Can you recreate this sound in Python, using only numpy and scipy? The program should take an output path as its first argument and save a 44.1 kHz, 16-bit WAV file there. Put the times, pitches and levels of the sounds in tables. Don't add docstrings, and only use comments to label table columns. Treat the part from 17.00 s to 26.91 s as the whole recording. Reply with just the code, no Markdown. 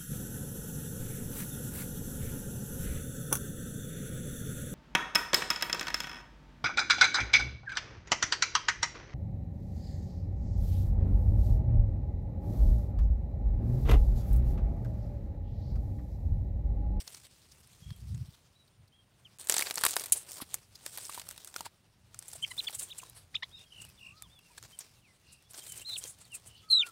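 import sys
import numpy as np
from scipy import signal
from scipy.fft import rfft, irfft, next_fast_len
from scipy.io import wavfile
from scipy.ndimage import uniform_filter1d

SR = 44100
rng = np.random.default_rng(int(sys.argv[2]) if len(sys.argv) > 2 else 0)


def put_to_file(sound):
    columns = np.atleast_2d(sound).T
    safe = np.clip(columns, -1, 1)
    whole_steps = np.round(safe * 32767)
    wavfile.write(sys.argv[1], SR, whole_steps.astype(np.int16))


N = 437031
BURST_SAMPLES = 4096

# (time [s], peak [dB], bright centre [Hz], dull part re peak [dB], fall [ms])
STRIKES = [(0.077, -35.5, 5450, -8.5, 2.6), (0.147, -39.5, 5700, -7, 1.8), (.673, -54, 9500, -15, 3),
           (0.905, -59.5, 5000, 13.5, 1.1), (.962, -58, 12300, -25, 4), (1.146, -51.5, 6700, -6.5, 4.5),
           (2.3862, -38.5, 8963, -13, 0.734), (2.449, -39, 11000, -20, .5),
           (2.472, -28, 8117, -15.5, 0.642), (2.487, -32, 9000, -9, .6), (2.4968, -13, 8808, -8.5, 2.2),
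           (2.5231, -16.5, 7000, -10, 0.93), (2.541, -23, 8900, -4, 4), (2.5657, -21.5, 7603, -5.5, 2.8),
           (2.5819, -16, 6800, -12.5, 1.5), (2.593, -18, 9690, -8.5, 0.71), (2.6036, -23, 9000, -8, 0.83),
           (2.61, -22.5, 8600, -7, 1.1), (2.6238, -21, 9230, -14, 0.847), (2.648, -39, 6400, -19, 0.801),
           (2.67, -33, 5000, 2, 0.43), (2.7005, -29, 10400, -9, 0.62), (2.7096, -21.5, 4970, -4.5, 0.56),
           (2.7422, -27, 8990, -20, 0.391), (2.7569, -21, 8600, -22, 0.73), (2.775, -29, 10610, -1.5, 0.59),
           (2.781, -21, 6493, -7, 0.55), (2.79, -29, 7500, -10, .4), (2.812, -21.5, 8100, -14.5, 0.261),
           (2.818, -29, 7100, -6, 0.58), (2.8368, -20.5, 9200, -1, 3), (2.852, -8, 8550, -17, 0.2938),
           (2.8647, -12, 8100, -6.5, 0.51), (2.883, -22, 9400, -18, 0.2974),
           (2.8887, -20.5, 8900, -20, 0.299), (2.9094, -21.5, 7060, -27.5, 0.5),
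           (2.924, -30, 6000, -27, .4), (2.959, -24, 12250, -25, 0.635), (2.9663, -17, 8300, -5, 0.9),
           (2.976, -26, 9300, -25, 0.2955), (2.997, -20, 7900, -31.5, 0.35), (3.038, -33, 9450, -4.5, 3.7),
           (3.059, -34.5, 8990, -8.5, 5.8), (3.122, -13.5, 9000, -34, 9.3), (3.1237, -20, 7850, -41, 0.75),
           (3.172, -44, 8600, -40, 40), (3.31, -38, 9210, -21, 1.181), (3.3183, -29, 8185, -18, 0.49),
           (3.3327, -31, 8480, -31, 0.3045), (3.3452, -38.5, 9300, -24, 0.304),
           (3.3832, -34, 8720, -12, 0.28), (3.543, -13.5, 8500, -21.5, 0.27), (3.863, -27.5, 9250, -4.5, 1),
           (3.9741, -31.5, 11800, -5.5, 2.8), (3.9834, -35, 10510, -4, 2.1), (4.046, -41, 6450, -30.5, 1.4),
           (4.0525, -29.5, 6100, -32, 0.56), (4.0962, -37.5, 9310, -5.5, 3.9), (4.145, -39, 9887, -8, 5.6),
           (4.183, -36.5, 7400, -5, 0.589), (4.197, -34.5, 7257, -4.5, 2.13), (4.269, -49, 8490, -2, 1.399),
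           (4.2891, -27.5, 8940, -16.5, 0.62), (4.305, -36, 9810, -9, 0.3344),
           (4.311, -30.5, 7771, -9, 0.43), (4.378, -38.5, 8890, -4, 0.97), (4.447, -33, 8798, -18, 0.96),
           (4.4738, -40, 8049, -8, 3.866), (4.5415, -39, 7000, -2.5, 0.74),
           (4.5629, -25, 7100, -11.5, 0.623), (4.6079, -27, 8100, -9, 0.27), (5.145, -40, 7160, -7.5, 1.32),
           (5.1908, -29, 8523, -30, 1.3), (5.2253, -38, 7632, -11, 0.72), (5.2814, -40.5, 8847, -33, 10),
           (5.645, -35.5, 4500, -8, .6), (5.697, -43, 5000, 1, .4), (5.706, -41, 9000, -25, 2.8),
           (6.098, -38.5, 10700, -34.5, 0.941), (6.8504, -38, 9100, -13, 0.408),
           (6.891, -44, 11000, -20, .4), (6.9, -49, 10000, -8, .5), (7.2225, -35, 9700, -12.5, 1.7),
           (7.391, -49, 10000, -10, 0.51), (7.6272, -40, 6846, -8, 1.17), (7.7893, -32.5, 9160, -23, 3.8),
           (8.425, -55, 9000, -8, 0.91), (8.535, -42, 9300, -13, .8), (8.568, -51.5, 9000, -20, .8),
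           (8.668, -48, 5200, -20, .8), (8.721, -36.5, 8610, -31.5, 5.9), (8.768, -47, 9400, -30, .5),
           (9.039, -29, 6800, -37, 1.35), (9.188, -48, 9480, -28, 0.597),
           (9.253, -50.5, 8990, -23.5, 1.424), (9.32, -46, 8484, -21.5, 1.484), (9.888, -47, 8640, -25, 3)]
# (time [s], peak [dB], centre [Hz], dull part re peak [dB], rise [ms])
SWEEPS = [(.52, -52, 5460, -16, 3.39), (1.343, -59.5, 3440, -10, 6.1), (1.68, -63.5, 4040, -25.5, 4.2),
          (1.881, -64.5, 4290, -25.5, 3.5), (2.49, -41, 9000, -12, 3.5), (2.563, -36, 8210, -4, 6),
          (2.6656, -43, 7500, 5.5, 8.7), (2.94, -54, 8300, 4, 10.34), (3.1735, -35, 8650, -35.5, 9.3),
          (3.418, -38.5, 10400, -1.5, 5.9), (3.756, -44, 4740, -17, 3.2), (4.217, -45.5, 8500, 1.3, 2),
          (4.6585, -45, 8260, 2, 6.3), (5.3337, -40.5, 9100, -11, 3.65), (5.36, -43.5, 8537, -13, 7.4),
          (5.429, -43.5, 8350, -16, 6.8), (5.512, -45.5, 8850, -18, 9), (5.7507, -33.5, 8450, -35, 5.7),
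          (5.797, -32.5, 8550, -31.5, 6.2), (5.832, -35.5, 8491, -36, 7.9), (5.9866, -36.5, 8400, -16, 4.5),
          (6.172, -53, 9400, -2.5, 21), (6.82, -44.5, 7660, -11, 5.32), (7.18, -58.5, 4550, -31.5, 17),
          (7.581, -43.5, 8030, -1.5, 2.9), (7.651, -55, 7060, 1.5, 7.8), (7.809, -45, 6230, -6, 7.7),
          (8.3, -64, 4550, -6.5, 51), (8.33, -52.5, 8500, -29, 8.7), (8.51, -49.5, 9000, -27.5, 6.8),
          (8.545, -46.5, 6000, -2, 4), (8.697, -44, 8600, -29, 8.9), (8.7778, -40, 8006, -30, 3.8),
          (8.818, -45.5, 8100, -21, 7.4), (8.9845, -34.5, 8530, -41.5, 7.7), (9.078, -43, 7887, -31, 8.6),
          (9.099, -45, 8600, -18, 14.5), (9.216, -52, 8240, -6, 10.5), (9.3518, -36.5, 8600, -24, 7.4),
          (9.4755, -48, 8460, -27, 9.2), (9.58, -59.5, 4130, -25, 20), (9.715, -40, 9300, -22, 9.2),
          (9.8681, -45.5, 8600, -0.5, 5.553)]
# (centre [Hz], width [octaves], level re burst [dB], t60 [s])
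MESH_RING = (8900, 0.75, -19, 0.04)
# (frequency [Hz], relative gain [dB])
CONTACT_COLOUR = [(200, -22), (450, -8), (900, -5), (1500, -4.5), (2800, -7), (4500, -2.5), (7000, -17)]
STRIKE_RISE_MS = 0.043
SWEEP_FALL_PER_RISE, SWEEP_WIDTH_OCT, SWEEP_PATCHY_DB = 1.3, 0.33, 2.5
TICK_COUNT, TICK_HZ, TICK_DB, TICK_DULL_DB, TICK_FALL_MS = 40, 8500, 3.5, -16.5, 0.24

# (time [s], level [dB])
RUSTLE_BOUTS = [
    [(0, -54.5), (.24, -57.5), (.3, -65.5), (.75, -65.5), (1.33, -65.5), (1.45, -73), (1.98, -81),
     (2.385, -70)],
    [(2.393, -54.5), (2.483, -51.5), (2.51, -38.5), (2.6, -42), (2.77, -50), (2.825, -48), (2.86, -37.5),
     (3.08, -49), (3.115, -58.5), (3.15, -47), (3.25, -59.5), (3.32, -47), (3.44, -56), (3.47, -58.5),
     (3.54, -55.5), (3.67, -70.5)],
    [(3.82, -60.5), (3.87, -52.5), (4.13, -47.5), (4.24, -57), (4.52, -59), (4.59, -51), (4.65, -63.5),
     (4.69, -71), (4.98, -79)],
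    [(5.19, -65.5), (5.31, -53), (5.42, -61.5), (5.66, -48.5), (5.72, -53.5), (5.78, -46.5), (5.95, -61.5),
     (6.02, -54), (6.09, -63.5), (6.28, -73)],
    [(6.6, -65), (6.71, -70), (6.83, -61.5), (6.94, -67), (7.38, -71.5), (7.6, -61.5), (7.77, -62),
     (7.86, -62.5), (8.01, -71), (8.48, -71.5)],
    [(8.52, -60), (8.56, -51), (8.85, -53), (9.07, -52), (9.16, -66.5), (9.31, -65.5), (9.4, -63),
     (9.65, -70.5), (9.83, -66.5), (9.91, -56.5)],
]
# (time [s], level [dB])
SCUFF = [(0, -72), (1.4, -69.5), (2.6, -66), (3.1, -66), (4, -70.5), (4.6, -68.5), (5.5, -70), (6.05, -67),
         (6.6, -68.5), (7.7, -70.5), (8.6, -71), (9.1, -70), (9.9, -67.5)]
SCUFF_DB_PER_RUSTLE_DB = 0.6
# (frequency [Hz], relative gain [dB])
MESH_COLOUR = [(880, -57.5), (1500, -12), (1580, -14), (3180, -9), (3660, -8), (6430, -8), (8740, -2),
               (10900, -12), (14900, -10.5), (16000, -20.5)]
LITTER_COLOUR = [(900, -25), (2000, -5), (5200, -0.5), (7200, -6), (9000, -3.5), (12000, -11.5),
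                 (16000, -16)]
SCUFF_COLOUR = [(150, -18), (350, -1), (700, -2.5), (1200, -4), (2000, -9.5), (3500, -11), (6000, -22)]
PATCH_EDGES_HZ = [1500, 3000, 4500, 6000, 7500, 10000, 13000]
PATCH_DB, PATCH_RATE_HZ = 1.7, 45

# (time [s], level [dB], pitch [Hz])
KNOCKS = [(2.596, -24, 1870), (2.623, -17.5, 2260), (2.838, -17, 1390), (2.851, -21, 1196),
          (2.863, -21.5, 1127), (3.403, -36, 1120), (3.421, -33, 272), (4.095, -32.5, 1140),
          (4.177, -32.5, 963), (4.562, -27, 1410), (4.607, -32, 925), (4.664, -34, 924),
          (5.145, -44.5, 1397), (5.354, -44, 656), (5.696, -44, 821.4), (6.032, -39.5, 1020),
          (7.58, -38, 1650), (9.05, -43.5, 483)]

# (start [s], length [s],
# loudest point [share of length], start [Hz], loudest [Hz], end [Hz], level [dB])
CHEEPS = [(2.2465, 0.03138, 0.36, 3740, 3100, 2300, -52), (5.422, 0.03, 0.75, 2864, 3200, 1900, -29.5),
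          (5.444, 0.0085, 0.52, 2860, 2220, 1900, -37), (5.576, 0.014, 0.75, 3540, 3600, 3900, -33),
          (5.584, 0.0258, 0.45, 3940, 4000, 1800, -31), (5.68, 0.011, 0.43, 5200, 4450, 3700, -40),
          (5.667, 0.023, 0.41, 3010, 3520, 1100, -30.5), (5.897, 0.037, 0.6, 2450, 3801.4, 1700, -43.5),
          (5.994, 0.013, 0.35, 3255, 2860, 1700, -49), (6.431, 0.015, 0.56, 2960, 3320, 4600, -37),
          (8.875, 0.0976, 0.72, 3900, 3730, 4300, -42.5)]
SQUAWKS = [(5.503, 0.022, 0.71, 1002, 1020, 1020, -46), (6.341, 0.017, 0.52, 880, 1173, 1360, -40.5),
           (6.422, 0.0181, 0.52, 932, 997, 1144, -36)]
WHISTLES = [(.82, 0.16, 0.069, 3330, 3300, 3230, -63), (1.55, 0.09977, 0.33, 3800, 3992, 3783, -67.5),
            (1.705, 0.051, .6, 3400, 3480, 3400, -80), (1.92, 0.13, 0.2, 3000, 3300, 3164, -65.5),
            (5.795, 0.0208, 0.403, 3740, 3780, 3756, -52), (5.872, 0.018, 0.3684, 3320, 3397, 3300, -59),
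            (6.052, 0.067, 0.2557, 3830, 3800, 3924, -66), (6.508, 0.11, 0.25, 3060, 3780, 3434, -55.5),
            (6.555, .035, 0.55, 3850, 3980, 3900, -59), (6.625, 0.059, 0.28, 3470, 3300, 3200, -67),
            (6.875, 0.028, 0.42, 2550, 2550, 2550, -65), (6.55, 0.0459, 0.5113, 5100, 5250, 5197, -66),
            (6.585, 0.05, 0.46, 3150, 3760, 3580, -54), (6.974, 0.019, 0.64, 3660, 3440, 3416, -58),
            (7.232, 0.05, 0.21, 3700, 3470, 2700, -62), (7.5, 0.031, 0.2396, 969.4, 993.7, 890, -64),
            (7.385, 0.015, 0.52, 3060, 2760, 2403, -61.5), (7.72, 0.044, 0.3057, 2940, 3150, 3050, -59.5),
            (7.955, 0.041, .4, 2900, 2710, 2500, -71), (8.435, 0.053, 0.8, 3280, 3450, 3570, -73),
            (8.58, 0.0204, .5, 3300, 3270, 3250, -59), (8.815, 0.019, .4, 2700, 2840, 3200, -50.5),
            (8.608, 0.028, 0.47, 3200, 3170, 3276, -58), (8.683, 0.074, 0.496, 3210, 3030, 3040, -55),
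            (8.79, 0.035, 0.5, 3100, 3102, 3050, -58), (9.012, 0.03125, 0.1513, 3220, 3204, 3200, -55),
            (9.045, 0.018, 0.341, 3270, 3237, 3120, -56), (9.55, 0.117, .4, 3450, 3376, 3400, -69),
            (9.835, 0.02768, 0.35, 2719, 2718, 2785, -49)]
TRILLS = [(6.54, 0.117, 0.79, 2590, 2640, 2680, -66), (6.702, 0.16, 0.7, 2990, 2737, 2710, -54.5),
          (6.988, 0.15, 0.5, 2770, 2600, 2550, -55), (8.24, 0.19, 0.495, 2735, 2640, 2580, -69.5),
          (9.455, .2, 0.54, 2890, 2900, 2880, -64)]
# (time [s], pitch [Hz], level [dB])
CRIES = [
    [(6.3515, 2930, -36), (6.357, 3500, -29), (6.3625, 3900, -38.5), (6.37, 2000, -41)],
    [(8.847, 3580, -53), (8.8634, 4200, -45), (8.9059, 3960, -41.5), (8.9193, 4140, -49),
     (8.935, 4017, -37), (8.9522, 4510, -51), (8.9587, 3660, -37.5), (8.9722, 2270, -43)],
    [(9.686, 4300, -57), (9.698, 4340, -58.5), (9.702, 4270, -32), (9.7095, 4140, -25), (9.7269, 4240, -25),
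     (9.7324, 4040, -18.5), (9.7445, 4100, -24), (9.7514, 3980, -22), (9.7853, 3870, -26.5),
     (9.7908, 3700, -37), (9.7958, 3700, -23), (9.8032, 3580, -28), (9.8097, 3500, -25),
     (9.8117, 3500, -37.5), (9.8142, 3309, -27), (9.8175, 3100, -37), (9.8227, 2990, -27),
     (9.8282, 2770, -39), (9.8327, 2530, -33), (9.8392, 2220, -35.5)],
]
GLIDES = [
    [(7.01, 1050, -83), (7.08, 1065, -72), (7.18, 1287, -64), (7.23, 1270, -65.5), (7.275, 870, -76)],
    [(7.295, 3300, -70), (7.33, 3620, -65), (7.395, 3340, -68), (7.415, 2840, -78), (7.47, 2740, -69),
     (7.565, 2180, -79)],
    [(7.965, 3980, -69), (7.9954, 3630, -93), (8.0273, 2930, -70), (8.085, 2110, -70), (8.125, 2000, -75)],
    [(9.245, 4740, -57), (9.2585, 3750, -69), (9.29, 3280, -83), (9.3278, 2810, -49), (9.3557, 2450, -53),
     (9.3747, 2447, -71)],
    [(9.628, 1280, -67.5), (9.76, 1267, -56), (9.8, 1350, -59), (9.84, 1440, -54), (9.87, 1437, -53),
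     (9.903, 1294, -55)],
]
# (multiple of the pitch [1], level [dB])
CHEEP_PARTIALS = [(1, 2), (2, -26), (3, -43)]
SQUAWK_PARTIALS = [(1, -7.5), (2, 1.5), (3, -1), (4, -3.5), (5, -13.5), (6, -24)]
TRILL_RATES_HZ = [52, 50.5, 52, 68, 73]
CHEEP_POINT, SQUAWK_POINT, WHISTLE_POINT, TRILL_POINT = 0.73, 0.93, 0.44, 0.53
CHEEP_BEND, SQUAWK_BEND, WHISTLE_BEND = 2.01, 0.98, 1.3
BEAT_HZ, BEAT_DEPTH, BEAT_TURN = 142.87, 0.5, 0.38
SQUAWK_SPLIT, RASP_DEPTH, RASP_RATE_HZ = 0.38, 0.2, 3500
WHISTLE_WOBBLE, WHISTLE_FLUTTER_DB = 0.009, 3.0
TRILL_SWING, TRILL_PULSE_DB, TRILL_UNEVEN_RAD = 0.065, 5.5, 0.22
TRILL_WOBBLE, TRILL_FLUTTER_DB = 0.014, 2.2
NEAR_ECHO_DB, FAR_ECHO_DB = -38.5, -27

# (time [s], level [dB])
INSECT = [(1.3, -97), (1.8, -82.5), (2.38, -83.5), (2.4, -97)]
INSECT_HZ = 9080

# (time [s], level [dB])
GUST = [(.45, -70), (.78, -72), (.9, -41.5), (.96, -55), (1.15, -38.5), (1.3, -53), (1.36, -71),
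        (1.74, -86), (1.8, -52), (1.9, -83)]
# (time [s], peak [dB], pitch [Hz])
THUMPS = [(0.818, -41.5, 112), (0.858, -32.5, 87), (0.91, -30, 108), (1.154, -44, 71.5), (1.202, -30, 89.5),
          (1.282, -37.5, 110)]
# (frequency [Hz], relative gain [dB])
GUST_COLOUR = [(12, -54.5), (20, -22), (65, 4.5), (130, 0.5), (153, -6), (214, -15.5), (258, -24),
               (500, -44.5), (650, -75.5), (1100, -120)]
AIR_COLOUR = [(12, -39.5), (20, -6), (113, 2.5), (513, -20.5), (574, -17), (1030, -23.5), (2530, -23.5),
              (2750, -21.5), (3070, -24), (7520, -37.5), (9400, -28), (11400, -51.5), (14700, -33.5),
              (16000, -40)]
# (time [s], gain re floor [dB])
RUMBLE = [(0, -13), (.6, 1.5), (1.5, -5.5), (2.3, -2.5), (2.8, -1), (3.3, 0.5), (4.2, 1), (4.9, -2),
          (5.7, 4), (6.3, 0), (7, 3), (8.1, -3), (8.8, 3.5), (9.9, -4.5)]
FLOOR_DB = -64

DROPOUT_S, DROPOUT_LEN_S = 2.379, 0.006
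TOP_HZ = 15700


def undb(db):
    return 10 ** (np.asarray(db, float) / 20)


def curve(rows, axis):
    rows = np.array(rows, float)
    return np.interp(np.arange(N) / SR, rows[:, 0], rows[:, axis])


def colour(x, points):
    hz, db = np.transpose(points)
    size = next_fast_len(x.shape[-1])
    bins_hz = np.fft.rfftfreq(size, 1 / SR)
    gain = undb(np.interp(np.log(bins_hz + 1), np.log(hz), db))
    return irfft(rfft(x, size) * gain, size)[:x.shape[-1]] / np.sqrt(np.mean(gain ** 2))


def walk(rate_hz):
    k = int(SR / rate_hz)
    held = np.repeat(rng.standard_normal(N // k + 1), k)
    return 1.49 * uniform_filter1d(uniform_filter1d(held, k), k)[:N]


def add(out, s, x):
    i = int(s * SR)
    out[i:i + len(x)] += x[:N - i]


def scramble():
    db = curve(np.concatenate(RUSTLE_BOUTS), axis=1)
    return db, np.clip((db + 70) / 16, 0.1, 1)


def stray_ticks():
    level_db, effort = scramble()
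    when, size, spot = rng.random((TICK_COUNT, 3)).T
    busy = np.cumsum(effort ** 2)
    target = (np.arange(TICK_COUNT) + when) / TICK_COUNT * busy[-1]
    i = np.searchsorted(busy, target).clip(BURST_SAMPLES, N - 1)
    db = level_db[i] + TICK_DB + 6 * (size - 0.5)
    hz = TICK_HZ * 2 ** (0.6 * (spot - 0.5))
    return [(k / SR, d, f, TICK_DULL_DB, STRIKE_RISE_MS, TICK_FALL_MS) for k, d, f in zip(i, db, hz)]


def contacts():
    strikes = [(s, db, hz, dull, STRIKE_RISE_MS, fall) for s, db, hz, dull, fall in STRIKES]
    sweeps = [(s, db, hz, dull, ms, SWEEP_FALL_PER_RISE * ms) for s, db, hz, dull, ms in SWEEPS]
    return strikes + sweeps + stray_ticks()


def mesh_contacts():
    out, hz = np.zeros(N), np.fft.rfftfreq(BURST_SAMPLES, 1 / SR) + 1
    lead = BURST_SAMPLES // 4
    ms = (np.arange(BURST_SAMPLES) - lead) / SR * 1000
    ring_hz, ring_oct, ring_db, ring_t60_s = MESH_RING
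    ring_band = np.exp(-(np.log2(hz / ring_hz) / ring_oct) ** 2)
    for s, db, centre_hz, dull_db, rise, fall in contacts():
        a, b, c = rng.standard_normal((3, BURST_SAMPLES))
        shape = undb(-9.5 * np.where(ms < 0, -ms / max(rise, 0.08), ms / max(fall, 0.3)))
        slow = undb(-9.5 * np.where(ms < 0, -ms / (rise + 0.096), ms / (fall + 2.27)))
        width_oct = SWEEP_WIDTH_OCT if rise > 2.5 else 0.4201
        peak = np.exp(-(np.log2(hz / centre_hz) / width_oct) ** 2)
        tilt = undb(-14.5 - min(0.45 * rise, 11)) + peak
        tilt = tilt / (1 + (2000 / hz) ** 4)
        knots = np.arange(0, len(hz), 32)
        bands = np.interp(np.arange(len(hz)), knots, b[:len(knots)])
        tilt = tilt * undb((SWEEP_PATCHY_DB if rise > 1 else 3.5) * bands)
        crack = irfft(rfft(a) * tilt) * shape
        crack = crack * np.sqrt(np.sum(shape ** 2) / np.sum(crack ** 2))
        ring = irfft(rfft(c) * ring_band)
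        t60_s = np.where(ms < 0, rise / 200, ring_t60_s)
        ring = ring / ring.std() * undb(ring_db - 0.06 * abs(ms) / t60_s)
        dull = undb(dull_db) * colour(b, CONTACT_COLOUR) * slow
        add(out, s - lead / SR, undb(db) * (crack + ring + dull))
    return out


def patchy(x):
    size = next_fast_len(N)
    spectrum = rfft(x, size)
    band = np.searchsorted(PATCH_EDGES_HZ, np.fft.rfftfreq(size, 1 / SR))
    return sum(irfft(spectrum * (band == k), size)[:N] * undb(PATCH_DB * walk(PATCH_RATE_HZ))
               for k in range(len(PATCH_EDGES_HZ) + 1))


def rustle():
    bright_db, effort = scramble()
    scuff_db = curve(SCUFF, axis=1) + SCUFF_DB_PER_RUSTLE_DB * (bright_db + 64)
    hits = undb(1.7 * rng.exponential(size=N)) * (rng.random(N) < 400 / SR)
    smeared = signal.lfilter([0.02], [1, -0.98], hits ** 2)
    grains = np.sqrt(0.13 + 25 * effort * smeared) * undb((1.1 + 1.7 * effort) * walk(40))
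    grains = grains / np.sqrt(uniform_filter1d(grains ** 2, size=6000))

    def layer(points):
        return colour(rng.standard_normal(N) * grains, points) * undb(0.74 * walk(55))

    mesh, litter, scuff = layer(MESH_COLOUR), layer(LITTER_COLOUR), layer(SCUFF_COLOUR)
    bright = np.sqrt(effort) * mesh + np.sqrt(1 - effort) * litter
    return patchy(bright) * undb(bright_db) + scuff * undb(scuff_db)


def knocks():
    out, t = np.zeros(N), np.arange(BURST_SAMPLES // 2) / SR
    for s, db, hz in KNOCKS:
        a, b = rng.random(2)
        upper = np.sin(2 * np.pi * (hz * (3.1 + 0.08 * a) * t + b))
        tone = np.sin(2 * np.pi * hz * t) + 0.098 * upper
        decay = np.exp(-np.log(1000) * t * max(hz, 900) / 22)
        add(out, s, undb(db) * tone * decay * (1 - np.exp(-t / 0.000067)))
    return out


def arches(rows, point, bend, depth=0.):
    u, calls = np.linspace(0, 1, 40), []
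    for s, length, top, start_hz, top_hz, end_hz, db in rows:
        swell = np.interp(u, [0, np.clip(top, 0.05, 0.95), 1], [0, 1, 0])
        hz = top_hz + (np.where(u < top, start_hz, end_hz) - top_hz) * (1 - swell) ** bend
        beat = 1 - depth * np.sin(np.pi * (BEAT_HZ * length * (u - top) + BEAT_TURN)) ** 2
        gain = (swell + 0.02) ** point * np.clip(beat, 0.03, 1)
        calls.append(np.transpose([s + length * u, hz, db + 20 * np.log10(gain)]))
    return calls


def voice(calls, partials, wobble, flutter_db, swing=0., pulse_db=0., rates_hz=None, split=-1., rough=0.):
    out, drift, flutter, uneven = np.zeros(N), walk(300), walk(150), walk(60)
    rasp = 1 + rough * walk(RASP_RATE_HZ)
    for call, rate_hz in zip(calls, rates_hz or np.zeros(len(calls))):
        s, hz, db = np.transpose(call)
        i = np.arange(int(s[0] * SR), min(int(s[-1] * SR), N))
        trill = np.sin(2 * np.pi * rate_hz * (i / SR - s[0]) + TRILL_UNEVEN_RAD * uneven[i])
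        pitch = np.interp(i / SR, s, hz) * (1 + wobble * drift[i] + swing * trill)
        phase = 2 * np.pi * np.cumsum(pitch) / SR
        odd = np.clip(4 * (np.linspace(0, 1, len(i)) - split), 0, 1)
        tone = sum(undb(g) * np.sin(k * phase) * (odd if k % 2 else 1) for k, g in partials)
        edge = np.clip(np.minimum(i - i[0], i[-1] - i) / (0.0031 * SR), 0, 1)
        level_db = np.interp(i / SR, s, db) + flutter_db * flutter[i] + pulse_db * trill
        out[i] += np.sqrt(2) * tone * rasp[i] * edge * undb(level_db)
    return out


def with_echoes(x, echo_db):
    t = np.arange(BURST_SAMPLES) / SR
    echoes = rng.standard_normal(BURST_SAMPLES) * np.exp(-np.log(1000) * t / 0.063) * (t > 0.004)
    return x + signal.fftconvolve(undb(echo_db) * x, echoes)[:N]


def chicks():
    cheep_calls = arches(CHEEPS, CHEEP_POINT, CHEEP_BEND, BEAT_DEPTH) + CRIES
    cheeps = voice(cheep_calls, CHEEP_PARTIALS, 0.016, 0.82)
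    squawks = voice(arches(SQUAWKS, SQUAWK_POINT, SQUAWK_BEND), SQUAWK_PARTIALS, 0.038, 1.2,
                    split=SQUAWK_SPLIT, rough=RASP_DEPTH)
    return with_echoes(cheeps + squawks, NEAR_ECHO_DB)


def distant_birds():
    whistles = voice(arches(WHISTLES, WHISTLE_POINT, WHISTLE_BEND), [(1, -2.0), (2, -44.0)],
                     WHISTLE_WOBBLE, WHISTLE_FLUTTER_DB)
    glides = voice(GLIDES, [(1, -0.5), (2, -27.0)], 0.0048, 2.6)
    trills = voice(arches(TRILLS, TRILL_POINT, WHISTLE_BEND), [(1, 0.0), (2, -23), (3, -17)],
                   TRILL_WOBBLE, TRILL_FLUTTER_DB, TRILL_SWING, TRILL_PULSE_DB, TRILL_RATES_HZ)
    return with_echoes(whistles + glides + trills, FAR_ECHO_DB)


def insect():
    points = [(INSECT_HZ - 500, -40), (INSECT_HZ - 120, 0), (INSECT_HZ + 120, 0), (INSECT_HZ + 500, -40)]
    band = colour(rng.standard_normal(N), points)
    return band * undb(curve(INSECT, axis=1) + 3 * walk(6.7))


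def breeze():
    out = colour(rng.standard_normal(N), GUST_COLOUR) * undb(curve(GUST, axis=1) + 2.9 * walk(25))
    for s, db, hz in THUMPS:
        t = np.arange(int(1.6 * SR / hz)) / SR
        add(out, s, undb(db) * np.sin(2 * np.pi * hz * t) * np.hanning(len(t)))
    return out


def air():
    floor = colour(rng.standard_normal(N), AIR_COLOUR) * undb(FLOOR_DB)
    low = signal.sosfilt(signal.butter(2, 220, fs=SR, output="sos"), floor)
    rumble_db = curve(RUMBLE, axis=1) + 0.44 * walk(2.3) + 2.4 * walk(19)
    return undb(-4.0) * (floor - low) + low * undb(rumble_db)


def scene():
    cage = mesh_contacts() + rustle() + knocks() + chicks()
    return (cage + distant_birds() + insect() + breeze() + air())[None]


def record(dry):
    t = np.arange(N) / SR
    from_middle_s = abs(t - DROPOUT_S - DROPOUT_LEN_S / 2)
    gate = np.clip((from_middle_s - DROPOUT_LEN_S / 2) / 0.002, 0.03, 1)
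    heard = signal.sosfilt(signal.butter(2, 45, "high", fs=SR, output="sos"), dry * gate)
    return signal.sosfilt(signal.ellip(8, 0.2, 70, TOP_HZ, fs=SR, output="sos"), heard)


dry = scene()
out = record(dry)
put_to_file(out)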